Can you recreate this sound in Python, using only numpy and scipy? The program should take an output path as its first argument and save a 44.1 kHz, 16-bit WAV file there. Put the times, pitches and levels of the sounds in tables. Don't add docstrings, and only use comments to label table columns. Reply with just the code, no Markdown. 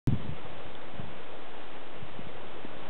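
import sys
import numpy as np
from scipy import signal
from scipy.io import wavfile
from scipy.ndimage import uniform_filter1d

SR = 44100
rng = np.random.default_rng(int(sys.argv[2]) if len(sys.argv) > 2 else 0)


def field_ratio(decibels):
    return 10 ** (np.asarray(decibels, dtype=float) / 20)


def dump_mix(stems):
    frames = np.atleast_2d(stems).T
    limited = np.clip(frames, -1, 1)
    pcm = np.round(limited * 32767).astype(np.int16)
    wavfile.write(sys.argv[1], SR, pcm)


N = 127449


def evened(x):
    return x / np.sqrt(np.mean(x ** 2) + 1e-20)


def follow(curve):
    time_s, value = np.transpose(curve)
    return np.interp(np.arange(N) / SR, time_s, value)


def add(mix, start_s, sound):
    part = mix[round(start_s * SR):][:len(sound)]
    part += sound[:len(part)]


def noise(colour, patch_db, flicker_db):
    frames = N // 256 + 5
    hz = np.fft.rfftfreq(1024, 1 / SR)
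    real, imaginary, patches = rng.standard_normal((frames, 513, 3)).T
    patches = uniform_filter1d(patches, size=10, axis=0)
    patches = evened(uniform_filter1d(patches, size=10, axis=1))
    flicker = evened(uniform_filter1d(rng.standard_normal(frames), size=4))
    colour_hz, colour_db = np.transpose(colour)
    level_db = np.interp(np.log(hz + 1), np.log(colour_hz + 1), colour_db)[:, None]
    level_db = level_db + patch_db * patches + flicker_db * flicker
    spectra = (real + 1j * imaginary) * field_ratio(level_db) * (hz < 5000)[:, None]
    return evened(signal.istft(spectra, nperseg=1024, noverlap=768)[1][:N])


# pitch_hz, level_db (per Hz)
ROAR_COLOUR = [(20, -12), (150, -10.5), (300, -2), (500, 1), (750, -3), (1100, -6.5), (1600, -11),
               (3800, -15.5)]
# time_s, level_db
SLIDE_LEVEL = [(.1, -49), (.5, -47.5), (.9, -49), (1.25, -48), (1.45, -48.5), (1.65, -47.5), (1.85, -49),
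               (2.2, -48.5), (2.7, -47.5), (2.88, -46.5)]


def slide():
    lift_db, patch_db, flicker_db = 2, 0.54, 0.66
    return field_ratio(follow(SLIDE_LEVEL) + lift_db) * noise(ROAR_COLOUR, patch_db, flicker_db)


# pitch_hz, level_db (per Hz)
WIND_COLOUR = [(20, -12), (60, -4.5), (120, 0), (200, -3.5), (320, -17), (600, -46.5)]
# time_s, level_db
GUST_LEVEL = [(.07, -39.5), (.2, -41.5), (.33, -46.5), (.4, -56.5), (.52, -50), (.68, -55), (.88, -62.5),
              (.95, -50.5), (1.08, -47), (1.15, -56.5), (1.6, -69.5), (1.97, -61), (2.04, -50), (2.17, -60),
              (2.24, -49.5), (2.5, -58), (2.72, -54), (2.89, -53.5)]


def wind():
    patch_db, lump_db = 1.7, 1.5
    return field_ratio(follow(GUST_LEVEL)) * noise(WIND_COLOUR, patch_db, lump_db)


# start_s, peak_db, pitch_hz, ring_s (time to fall by 60 dB)
THUMP_EVENTS = [(0.071, -31.5, 187.6, 0.012), (.0742, -16.5, 141.3, .16), (.082, -24.5, 205.5, .07),
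                (0.09, -24, 114.5, 0.11), (0.1242, -18, 117.4, .12), (0.1332, -26, 200, 0.079),
                (.147, -26.5, 100.8, 0.069), (0.248, -33.5, 170.4, 0.053), (0.258, -30, 195.3, 0.036),
                (.306, -35.5, 138.4, 0.034), (0.317, -36, 119.3, 0.057), (.449, -39.5, 118.5, 0.036),
                (.497, -44, 102, 0.057), (0.937, -37.5, 170.7, 0.051), (.951, -36.5, 110.5, 0.052),
                (1.038, -36.5, 140.3, 0.043), (1.056, -41, 186, 0.034), (2.051, -42, 138.3, .04),
                (2.208, -39.5, 134, 0.033)]


def thump(start_s, peak_db, pitch_hz, ring_s):
    rise_cycles, sag_per_s, skew = 0.49, 3.5, 2.2
    upper_ratio, upper_db, upper_ring = 1.55, -8, 0.8
    t = np.arange(8000) / SR
    turn = 2 * np.pi * pitch_hz * (t - sag_per_s * t ** 2 / 2)
    rise = np.sin(np.pi / 2 * np.minimum(t * pitch_hz / rise_cycles, 1))
    shape = rise * field_ratio(-60 * t / ring_s)
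    swing = field_ratio(peak_db) * shape / np.max(shape)
    upper = field_ratio(upper_db - 60 * t / (ring_s * upper_ring)) * np.sin(upper_ratio * turn)
    sharper = skew * swing * np.cos(2 * turn)
    return start_s, swing * (-np.sin(turn) - upper + sharper)


# start_s, peak_db, final_pitch_hz
KNOCK_EVENTS = [
    (0.2882, -28, 109.6),
    (0.9927, -29.5, 115),
    (2.023, -34, 100.8),
    (2.190, -33, 153),
    (2.2658, -38, 110.4),
    (2.6476, -30.5, 229),
]


def knock(start_s, peak_db, pitch_hz):
    drop, drop_cycles, peak_cycles = 1.8, 0.38, 0.62
    cycles = np.arange(3000) / SR * pitch_hz
    extra_cycles = drop * drop_cycles * (1 - np.exp(-cycles / drop_cycles))
    turn = 2 * np.pi * (cycles + extra_cycles)
    swell = (cycles / peak_cycles * np.exp(1 - cycles / peak_cycles)) ** 2
    return start_s, -field_ratio(peak_db) * swell * np.sin(turn)


# middle_s, peak_db, pitch_hz, half_length_s
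TICK_EVENTS = [
    (.7527, -34, 3400, .0007),
]


def tick(middle_s, peak_db, pitch_hz, half_length_s):
    t = np.arange(-200, 200) / SR
    swell = np.exp(-(t / half_length_s) ** 2)
    return middle_s - 200 / SR, field_ratio(peak_db) * swell * np.cos(2 * np.pi * pitch_hz * t)


def scene():
    mix = slide() + wind()
    for event in THUMP_EVENTS:
        add(mix, *thump(*event))
    for event in KNOCK_EVENTS:
        add(mix, *knock(*event))
    add(mix, *tick(*TICK_EVENTS[0]))
    return mix[None]


def band_limit(x):
    return signal.sosfilt(signal.butter(12, 16000, fs=SR, output="sos"), x)


def record(dry):
    hiss_db, offset = -60, -0.0506
    up, down, edge_hz = 28, 5, 3870
    step = 1 / 128 / np.sqrt(2)
    start_sample = 3200
    heard = dry + field_ratio(hiss_db) * rng.standard_normal(dry.shape) + offset
    slow = signal.resample_poly(heard, down, up, axis=1, padtype="edge")
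    steps = step * np.round(slow / step)
    smooth = signal.firwin(28 * up + 1, edge_hz, window=("kaiser", 9), fs=SR * down)
    fast = signal.resample_poly(steps, up, down, axis=1, window=smooth, padtype="edge")[:, :N]
    mix = fast * (np.arange(N) >= start_sample)
    return band_limit(mix)


dry = scene()
out = record(dry)
dump_mix(out)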